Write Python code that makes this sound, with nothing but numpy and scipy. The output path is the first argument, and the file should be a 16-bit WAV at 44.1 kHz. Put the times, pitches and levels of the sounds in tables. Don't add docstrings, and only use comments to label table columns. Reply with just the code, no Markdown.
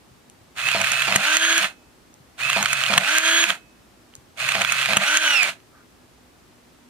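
import sys
import numpy as np
from scipy import signal
from scipy.fft import rfft, irfft, next_fast_len
from scipy.io import wavfile

SR = 44100
rng = np.random.default_rng(int(sys.argv[2]) if len(sys.argv) > 2 else 0)


def invert_db(x):
    u = np.asarray(x, float) / 20
    return 10 ** u


def generate_wav(signal):
    frames = np.transpose(np.atleast_2d(signal))
    scaled = np.clip(frames, -1, 1) * 32767
    pcm = np.round(scaled).astype(np.int16)
    wavfile.write(sys.argv[1], SR, pcm)


N = 304157
TIME = np.arange(N) / SR
SIZE = next_fast_len(N + SR // 2)
BINS = np.maximum(np.arange(SIZE // 2 + 1) * SR / SIZE, 1)

LATCH_S = [
    1.158,
    2.978,
    4.968,
]
# start_s, peak_db
CONTACTS = [
    [(.6851, -6), (.7146, -6), (.7484, -13), (.8142, -5.5), (.8429, -5), (.8693, -10), (.9166, -6.5),
     (1.02, -6.5), (1.049, -18), (1.1233, -5), (1.1582, 2.5), (1.3681, -2), (1.5785, -3.5), (1.6434, -8)],
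    [(2.498, -6), (2.5299, -7), (2.5694, -9), (2.6262, -7), (2.6579, -3), (2.6856, -10), (2.729, -7.5),
     (2.8358, -6.5), (2.8625, -6), (2.9365, -4), (2.9771, 5), (3.1826, -3.5), (3.4387, -4.5),
     (3.5032, -4.5)],
    [(4.4875, -6.5), (4.5194, -6), (4.5509, -5.5), (4.6163, -6), (4.6472, -4), (4.676, -13), (4.72, -6),
     (4.8276, -10), (4.8582, -6.5), (4.932, -5), (4.9684, 4.5), (5.171, -5.5), (5.43, -5.5), (5.4893, -17)],
]
# brightness_rel_db, thud_db, length_ms, left_minus_right_db
LEVERS = [(-14.5, -53, 5.7, -7), (-11, -58, 3.4, -9.5), (-21, -45, 3.1, -2), (-8.5, -35, 3.9, -7),
          (-15.5, -47, 2.76, -9), (-10.5, -54, 3.1, -4), (-7, -38.5, 6.5, -8), (-14.5, -54, 5, -9),
          (-19, -54, 2.7, -3.5), (-17, -28, 3.8, -8), (-11, -19.5, 7.1, -2), (-4.5, -47.5, 2.7, -9.5),
          (-9, -43, 3.6, -7.5), (-15.5, -42, 2.3, -9.5)]
# start_s, peak_db, brightness_rel_db, length_ms, left_minus_right_db
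BUTTON = [
    (.2986, -42, 3, .7, -1.5),
    (2.1404, -45, 3, .7, -1),
    (4.1377, -35, -24, 1.4, -5),
    (4.1527, -36, 8, .6, -2),
    (4.163, -50, 3, 4, -2),
    (5.6016, -40, -22, 1.4, -1.5),
]
# freq_hz, width_hz, level_db
LEVER_RING = [(3000, 440, 5.5), (6340, 1800, 6.5)]

# time_s, shaft_hz, film_load_db
WIND = [
    [(1.19, 241.4, -27), (1.204, 247.7, -23), (1.27, 299.1, 0), (1.354, 319.2, -7), (1.426, 324.2, 2.5),
     (1.564, 331.7, -4), (1.59, 329.4, 0.5)],
    [(3.005, 200, -4), (3.05, 267.8, -5), (3.08, 288, -2), (3.136, 314.8, -6.5), (3.35, 330.4, 2),
     (3.434, 331.2, 1.5), (3.45, 334, -10)],
    [(4.995, 189.9, 1), (5.04, 257.4, -1), (5.082, 295.5, -3), (5.198, 317.3, -0.5), (5.326, 286.5, 8),
     (5.39, 259.8, 12.5), (5.44, 230.4, 6)],
]
# shaft_multiple, rel_db
HUM_ORDERS = [(2, -0.25), (3, -1)]
COMMUTATOR_ORDERS = [(4.55, -9.5), (5.3, -5)]
PINION_ORDERS = [(9, -3.5), (11, -9.5), (12.8, -12), (30, -12.5)]
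FULL_SPEED_HZ, HUM_DB, HUM_DB_PER_HZ, HUM_LEAST_DB = 330, -37.5, .3, -56
TAKE_UP_S, SLACK_DB = .09, 26
COMMUTATOR_DB, COMMUTATOR_KNEE_HZ, COMMUTATOR_DB_PER_HZ = -27, 300, .4
PINION_DB, OCTAVE_DB, OCTAVE_LOAD_SHARE, OCTAVE_DB_PER_HZ = -30, -28.5, .25, .09
BOOM_LO_HZ, BOOM_HI_HZ, BOOM_TOP_DB, BOOM_LO_DB_PER_HZ, BOOM_HI_DB_PER_HZ = 630, 860, -38.5, .09, .04

# start_s, trip_s, end_s, tooth_load_db
LENS_RUNS = [
    (-.60, -.478, -.35, -0.11),
    (-.345, -.14, .019, -1.5),
]
# shaft_multiple, rel_db
LENS_ORDERS = [(30, -1), (40, 5.5), (50, -3)]
BRAKED_HZ, CRUISE_HZ, CREEP_HZ, SURGE_HZ = 102.6, 127.8, 3, 141.2
SPIN_UP_S, SURGE_S, BRAKE_S = .055, .024, .072
LENS_HUM_DB, LENS_TOOTH_DB, LENS_FREE_DB, LENS_BRAKED_DB = -48, -30.5, -62, -41
TOOTH_KNEE_HZ, TOOTH_DB_PER_HZ, TOOTH_SWELL_DB = 119, 1.2, 3.2

# time_from_latch_s, level_db
TRAIN = [(-0.608, -63), (-0.591, -35), (-0.57, -27), (-0.48, -24), (-0.26, -22.5), (-.10, -23),
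         (0.0077, -19.5), (.12, -20.5), (.24, -18.5)]
# stop_s, last_effort_db
STOPS = [
    (1.655, -20.5),
    (3.515, -20.5),
    (5.494, -24.5),
]
EASE_S, EASE_DB, RUN_DOWN_S, RUN_DOWN_DB = 0.032, 1, 0.066, 31
# start_s, length_s, boom_db, buzz_db
DRIVE = [(0.753, .075, -34, -37.5), (1.068, 0.14, -32.5, -40), (1.601, 0.052, -40, -45),
         (2.56, 0.076, -32.5, -35.5), (2.893, 0.13, -29.5, -33), (3.461, .06, -39, -42.5),
         (4.542, 0.08, -34, -38.5), (4.884, 0.14, -32, -38), (5.437, 0.036, -40.5, -54)]
DRIVE_ATTACK_S, DRIVE_RELEASE_S = .012, .02
TICKS_PER_S, TICK_SPREAD_DB, SHAFT_THROB = 8000, 2.4, .3
EFFORT_REF_DB = -22
BOOM_DB, BOOM_FOLLOWS, FIZZ_DB, FIZZ_FOLLOWS = -39, 0.6, -34.5, 0.89
SPRING_HZ, SPRING_T60_S, SPRING_DB, SPRING_HELD_S = 2565, .75, -70, 4.2
# freq_hz, level_db_per_hz
SHELL = [(210, -47.5), (350, -6.5), (404, -26.5), (655, -9), (903, -14.5), (1530, -3.5), (2080, -5),
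         (2610, -4.5), (5280, -17.5), (6300, -9.5), (6940, -14), (8550, -11), (13800, -25), (16200, -19)]
# freq_hz, width_hz, level_db
SHELL_PEAKS = [(670, 110, 4), (1330, 120, 2), (1580, 350, 2), (2580, 140, 3), (2880, 160, 2),
               (4150, 600, 6), (7660, 300, 2), (8600, 300, 2)]
# freq_hz, left_right_likeness
RATTLE_ALIKE = [(300, 1), (900, 1), (1500, 0.88), (3000, 0.48), (7000, 0.049), (15000, 0.099)]

# start_s, peak_db
THUNKS = [(0.749, -14.5), (1.08, -20), (1.157, -15.5), (1.644, -38), (2.565, -16.5), (2.901, -20.5),
          (2.977, -15.5), (3.502, -26), (4.552, -17.5), (4.884, -25), (4.967, -15.5), (5.489, -33)]
# start_s, peak_db, freq_hz
HANDS = [
    (0.11, -45, 114),
    (0.409, -44, 110),
    (2.202, -42, 137),
    (4.178, -42.5, 124),
]
RUB_START_S, RUB_LENGTH_S, RUB_DB, RUB_HZ = 5.70, .11, -57, 1400

# freq_hz, left_minus_right_db
SIDES = [(100, 2.5), (300, -3.4), (1300, 0.8), (2400, -7.5), (4400, -2.5), (8000, -1.7), (15000, 2.5)]
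TABLE_T60_S, TABLE_DB = .004, -8
ROOM_T60_S, ROOM_DB = .2, -15
# freq_hz, level_db_per_hz
AIR = [(12, -64), (20, -24), (53, -8.5), (150, -8.5), (270, -8), (350, -7), (450, -12.5), (700, -13.5),
       (1300, -17), (2500, -21), (8000, -27), (12000, -31), (15500, -35), (17000, -43.5)]
# freq_hz, width_hz, level_db
AIR_HUM = [(59, 4.1, 9.5), (119, 7.4, 4.5), (245, 5.1, 11)]
# freq_hz, left_right_likeness
AIR_ALIKE = [(60, 0.53), (240, 0.63), (950, 0.11), (3770, 0.21), (15000, 0.037)]
AIR_DB = -57

LIMIT_DB, RELEASE_DB_PER_S, ATTACK_S = -6, 139.5, 0.0094


def clicks():
    span_s = np.arange(int(.03 * SR)) / SR
    rows = contact_rows()
    length_ms = np.maximum(rows[:, 4:5], .3)
    fades = np.minimum(span_s / .0009, 1) * np.exp(-(span_s * 1000 / length_ms) ** 3)
    impulse = 1.0 * (np.arange(N) == 0)
    ring = causal(shell(impulse), humps(LEVER_RING))[None, :len(span_s)]
    ring = ring * invert_db(-60 * span_s / 0.022)
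    contacts = rng.standard_normal(fades.shape) * fades
    struck = signal.fftconvolve(contacts, ring, axes=1)[:, :len(span_s)]
    mids = band(struck, 2, 950, 5000)
    highs = band(struck, 2, 4200, 12500)
    out, thud = np.zeros((2, 2, N))
    for (start_s, peak_db, bright_db, thud_db, _, pan_db), mid, high in zip(rows, mids, highs):
        at = round(start_s * SR)
        sides = invert_db([[pan_db / 2 + 2.5], [-pan_db / 2 - 2.5]])
        flurry = mid / np.abs(mid).max() + invert_db(bright_db + 8.0) * high / np.abs(high).max()
        out[:, at:at + len(span_s)] += invert_db(peak_db - 0.3) * flurry * sides
        thud[:, at] += invert_db(thud_db - 1.0)
    return out + knock(thud, 195, .16) + invert_db(-4.5) * knock(thud, 150, 0.16)


def contact_rows():
    levers = [hit + lever for cycle in CONTACTS for hit, lever in zip(cycle, LEVERS)]
    button = [(s, db, bright_db, -99, ms, pan_db) for s, db, bright_db, ms, pan_db in BUTTON]
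    return np.array(levers + button)


def winding_motor():
    gate, hz, load_db = in_time(WIND)
    turns = np.cumsum(hz) / SR
    lag_hz = FULL_SPEED_HZ - hz
    taken_up = sum(held(run[0][0], 1, TAKE_UP_S, .1) for run in WIND)
    slack_db = SLACK_DB * (1 - taken_up)

    hum_db = np.maximum(HUM_DB - HUM_DB_PER_HZ * lag_hz, HUM_LEAST_DB)
    hum = whine(turns, 1, hum_db, flutter_db=.7, blur=.1)
    for k, db in HUM_ORDERS:
        hum += whine(turns, k, booming(k * hz) + db, flutter_db=.7 * k, blur=.1 * k)

    below_knee_hz = np.maximum(COMMUTATOR_KNEE_HZ - hz, 0)
    commutator_db = COMMUTATOR_DB - slack_db - COMMUTATOR_DB_PER_HZ * below_knee_hz
    commutator = sum(whine(turns, k, commutator_db + db + 2, flutter_db=3.0, blur=.7)
                     for k, db in [(5, 0)] + COMMUTATOR_ORDERS)

    pinion_db = PINION_DB + load_db
    pinion = whine(turns, 10, pinion_db + 1, flutter_db=1.6, blur=.4)
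    side_db = np.minimum(pinion_db, PINION_DB)
    pinion += sum(whine(turns, k, side_db + db + 1, flutter_db=2.5, blur=.6) for k, db in PINION_ORDERS)

    octave_db = OCTAVE_DB - slack_db + OCTAVE_LOAD_SHARE * load_db - OCTAVE_DB_PER_HZ * lag_hz
    octave = whine(turns, 20, octave_db, flutter_db=3.0, blur=.8)
    return gate * (hum + commutator + pinion + octave), gate * np.cos(2 * np.pi * turns)


def booming(hz):
    below_db = BOOM_LO_DB_PER_HZ * np.maximum(BOOM_LO_HZ - hz, 0)
    above_db = BOOM_HI_DB_PER_HZ * np.maximum(hz - BOOM_HI_HZ, 0)
    return BOOM_TOP_DB - below_db - above_db


def lens_motor():
    cycle = []
    for start, trip, end, db in LENS_RUNS:
        cycle += [(start, BRAKED_HZ, db), (start + SPIN_UP_S, CRUISE_HZ, db),
                  (trip, CRUISE_HZ + CREEP_HZ, db), (trip + SURGE_S, SURGE_HZ, db),
                  (trip + SURGE_S + BRAKE_S, BRAKED_HZ, db), (end, BRAKED_HZ, db)]
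    gate, hz, load_db = in_time([np.array(cycle) + [s, 0, 0] for s in LATCH_S])
    turns = np.cumsum(hz) / SR
    braked = sum(held(latch + trip + SURGE_S, end - trip - SURGE_S - .015, .04, .015)
                 for latch in LATCH_S for start, trip, end, db in LENS_RUNS)
    load_db = load_db - TOOTH_DB_PER_HZ * np.maximum(TOOTH_KNEE_HZ - hz, 0)
    load_db = load_db + 6 * braked + TOOTH_SWELL_DB * drift(14)
    high_db = LENS_FREE_DB + braked * (LENS_BRAKED_DB - LENS_FREE_DB)
    teeth = whine(turns, 20, LENS_TOOTH_DB + load_db, flutter_db=3.5, blur=.7)
    teeth += sum(whine(turns, k, high_db + db, flutter_db=2.2, blur=.7) for k, db in LENS_ORDERS)
    hum = whine(turns, 1, LENS_HUM_DB, flutter_db=4.0, blur=0.08)
    rise = sum(held(latch + LENS_RUNS[0][0], 0.7, 0.076, .01) for latch in LATCH_S)
    return gate * rise * (hum + teeth), gate * np.cos(2 * np.pi * turns)


def gear_rattle(shaft):
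    gate, effort_db = train_effort()
    engaged = [held(s, length, DRIVE_ATTACK_S, DRIVE_RELEASE_S) for s, length, *_ in DRIVE]
    drive_boom = sum(on * invert_db(row[2]) for on, row in zip(engaged, DRIVE))
    drive_buzz = sum(on * invert_db(row[3]) for on, row in zip(engaged, DRIVE))
    boom = invert_db(BOOM_DB + BOOM_FOLLOWS * (effort_db - EFFORT_REF_DB)) + drive_boom
    fizz_db = FIZZ_DB + FIZZ_FOLLOWS * (effort_db - EFFORT_REF_DB)

    sizes = invert_db(TICK_SPREAD_DB * np.minimum(rng.exponential(1, (2, N)), 3)) * rng.choice([-1, 1], (2, N))
    ticks = sizes * (rng.random((2, N)) < TICKS_PER_S / SR)
    ticks = ticks * (1 + SHAFT_THROB * shaft) * invert_db(1.2 * drift(50))
    body = two_ears(shell(ticks), RATTLE_ALIKE)
    rattle = invert_db(effort_db - 1) * zone(body, 1000, 5000)
    rattle = rattle + boom * zone(body, 470, 1000)
    rattle = gate * (rattle + invert_db(fizz_db + 1) * zone(body, 5000, 16500))

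    buzz = np.sqrt(2) * np.sin(2 * np.pi * 197 * TIME + 0.6 * drift(31)) * drive_buzz
    spring = invert_db(SPRING_DB) * knock(rattle * (TIME < SPRING_HELD_S), SPRING_HZ, SPRING_T60_S)
    return rattle + buzz + spring


def train_effort():
    spans = []
    for latch, (stop, last_db) in zip(LATCH_S, STOPS):
        span = [(latch + s, db) for s, db in TRAIN]
        span += [(stop - EASE_S, last_db + EASE_DB), (stop, last_db)]
        spans.append(span + [(stop + RUN_DOWN_S, last_db - RUN_DOWN_DB)])
    return in_time(spans)


def thunks():
    blows = np.zeros(N)
    blows[[round(s * SR) for s, db in THUNKS]] = invert_db(np.array(THUNKS)[:, 1] - 3.5)
    return knock(blows, 680, .07) + invert_db(-2.5) * knock(blows, 901, 0.032)


def hands():
    skin = zone(rng.standard_normal(N), RUB_HZ / 1.2, RUB_HZ * 1.21)
    out = invert_db(RUB_DB) * held(RUB_START_S, RUB_LENGTH_S, RUB_LENGTH_S / 2, RUB_LENGTH_S / 2) * skin
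    for start_s, peak_db, hz in HANDS:
        out += knock(invert_db(peak_db) * (np.arange(N) == round(start_s * SR)), hz, 0.08)
    return out


def echoes(x, t60_s, gap_s, lo_hz):
    t = np.arange(int(.4 * SR)) / SR
    cloud = rng.standard_normal((2, len(t))) * invert_db(-60 * t / t60_s) * (t > gap_s)
    cloud = signal.sosfilt(signal.butter(2, lo_hz, "high", fs=SR, output="sos"), cloud)
    cloud = cloud / np.sqrt(np.sum(cloud ** 2, axis=1, keepdims=True))
    return signal.fftconvolve(x, cloud, axes=1)[:, :N]


def air():
    hiss = causal(rng.standard_normal((2, SIZE)), on_bins(AIR) + humps(AIR_HUM))
    return invert_db(AIR_DB + 3.5) * rms_one(two_ears(hiss, AIR_ALIKE))


def whine(turns, multiple, level_db, flutter_db, blur):
    level = np.sqrt(2) * invert_db(level_db + flutter_db * drift(90))
    return level * np.sin(2 * np.pi * multiple * turns + blur * drift(34))


def knock(x, hz, t60_s):
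    r, w = invert_db(-60 / (t60_s * SR)), 2 * np.pi * hz / SR
    return signal.lfilter([0, np.sin(w)], [1, -2 * r * np.cos(w), r * r], x + 1e-18)


def shell(x):
    return causal(x, on_bins(SHELL) + humps(SHELL_PEAKS))


def causal(x, db):
    fold = irfft(db * np.log(10) / 20, SIZE)
    fold[1:SIZE // 2] *= 2
    fold[SIZE // 2 + 1:] = 0
    return irfft(rfft(x, SIZE) * np.exp(rfft(fold)), SIZE)[..., :N]


def humps(peaks):
    return sum(db / (1 + (2 * (BINS - hz) / width) ** 2) for hz, width, db in peaks)


def on_bins(points):
    hz, value = np.transpose(points)
    return np.interp(np.log(BINS), np.log(np.maximum(hz, 1)), value)


def two_ears(pair, likeness):
    mid, side = rfft(pair, SIZE)
    alike = np.clip(on_bins(likeness), 0, 1)
    opposed = np.sqrt(1 - alike) * side * np.array([[1], [-1]])
    return irfft(np.sqrt(1 + alike) * mid + opposed, SIZE)[:, :N]


def in_time(tables):
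    s, *columns = np.transpose(np.concatenate(tables))
    gate = sum(np.interp(TIME, [t[0][0] - .01, t[0][0], t[-1][0], t[-1][0] + 0.022], [0, 1, 1, 0])
               for t in tables)
    return [gate] + [np.interp(TIME, s, c) for c in columns]


def held(start_s, length_s, attack_s, release_s):
    rise = (TIME - start_s) / attack_s
    fall = 1 + (start_s + length_s - TIME) / release_s
    return np.clip(np.minimum(rise, fall), 0, 1)


def drift(rate_hz):
    r = np.exp(-2 * np.pi * rate_hz / SR)
    return rms_one(signal.lfilter([1], [1, -2 * r, r * r], rng.standard_normal(N + SR))[SR:])


def band(x, order, lo_hz, hi_hz):
    return signal.sosfilt(signal.butter(order, [lo_hz, hi_hz], "band", fs=SR, output="sos"), x)


def zone(x, lo_hz, hi_hz):
    return rms_one(band(x, 3, lo_hz, hi_hz))


def rms_one(x):
    return x / np.sqrt(np.mean(x ** 2) + 1e-20)


def scene():
    lens, lens_shaft = lens_motor()
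    wind, wind_shaft = winding_motor()
    camera = lens + wind + gear_rattle(lens_shaft + wind_shaft) + clicks() + thunks() + hands()
    camera = signal.sosfilt(signal.butter(3, 85, "high", fs=SR, output="sos"), camera)
    camera = np.array([causal(ear, sign * on_bins(SIDES) / 2) for ear, sign in zip(camera, (1, -1))])
    camera[0] = np.roll(camera[0], 3)
    near = camera + invert_db(TABLE_DB) * echoes(camera, TABLE_T60_S, gap_s=.0003, lo_hz=2200)
    return near + invert_db(ROOM_DB) * echoes(camera, ROOM_T60_S, gap_s=.004, lo_hz=300) + air()


def roll_off(x):
    return signal.sosfilt(signal.butter(12, 16400, fs=SR, output="sos"), x)


def record(dry):
    level_db = 20 * np.log10(np.max(np.abs(dry), axis=0) + 1e-9)
    over_db = np.maximum(level_db - LIMIT_DB, 0)
    release_db = RELEASE_DB_PER_S * TIME
    peak_db = np.maximum.accumulate(over_db + release_db) - release_db
    r = np.exp(-1 / (ATTACK_S * SR))
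    duck_db = signal.lfilter([1 - r], [1, -r], peak_db)
    limited = np.clip(dry * invert_db(-duck_db), -1, 1)
    mix = signal.sosfilt(signal.cheby2(12, 70, 16700, fs=SR, output="sos"), limited)
    return roll_off(mix)


dry = scene()
out = record(dry)
generate_wav(out)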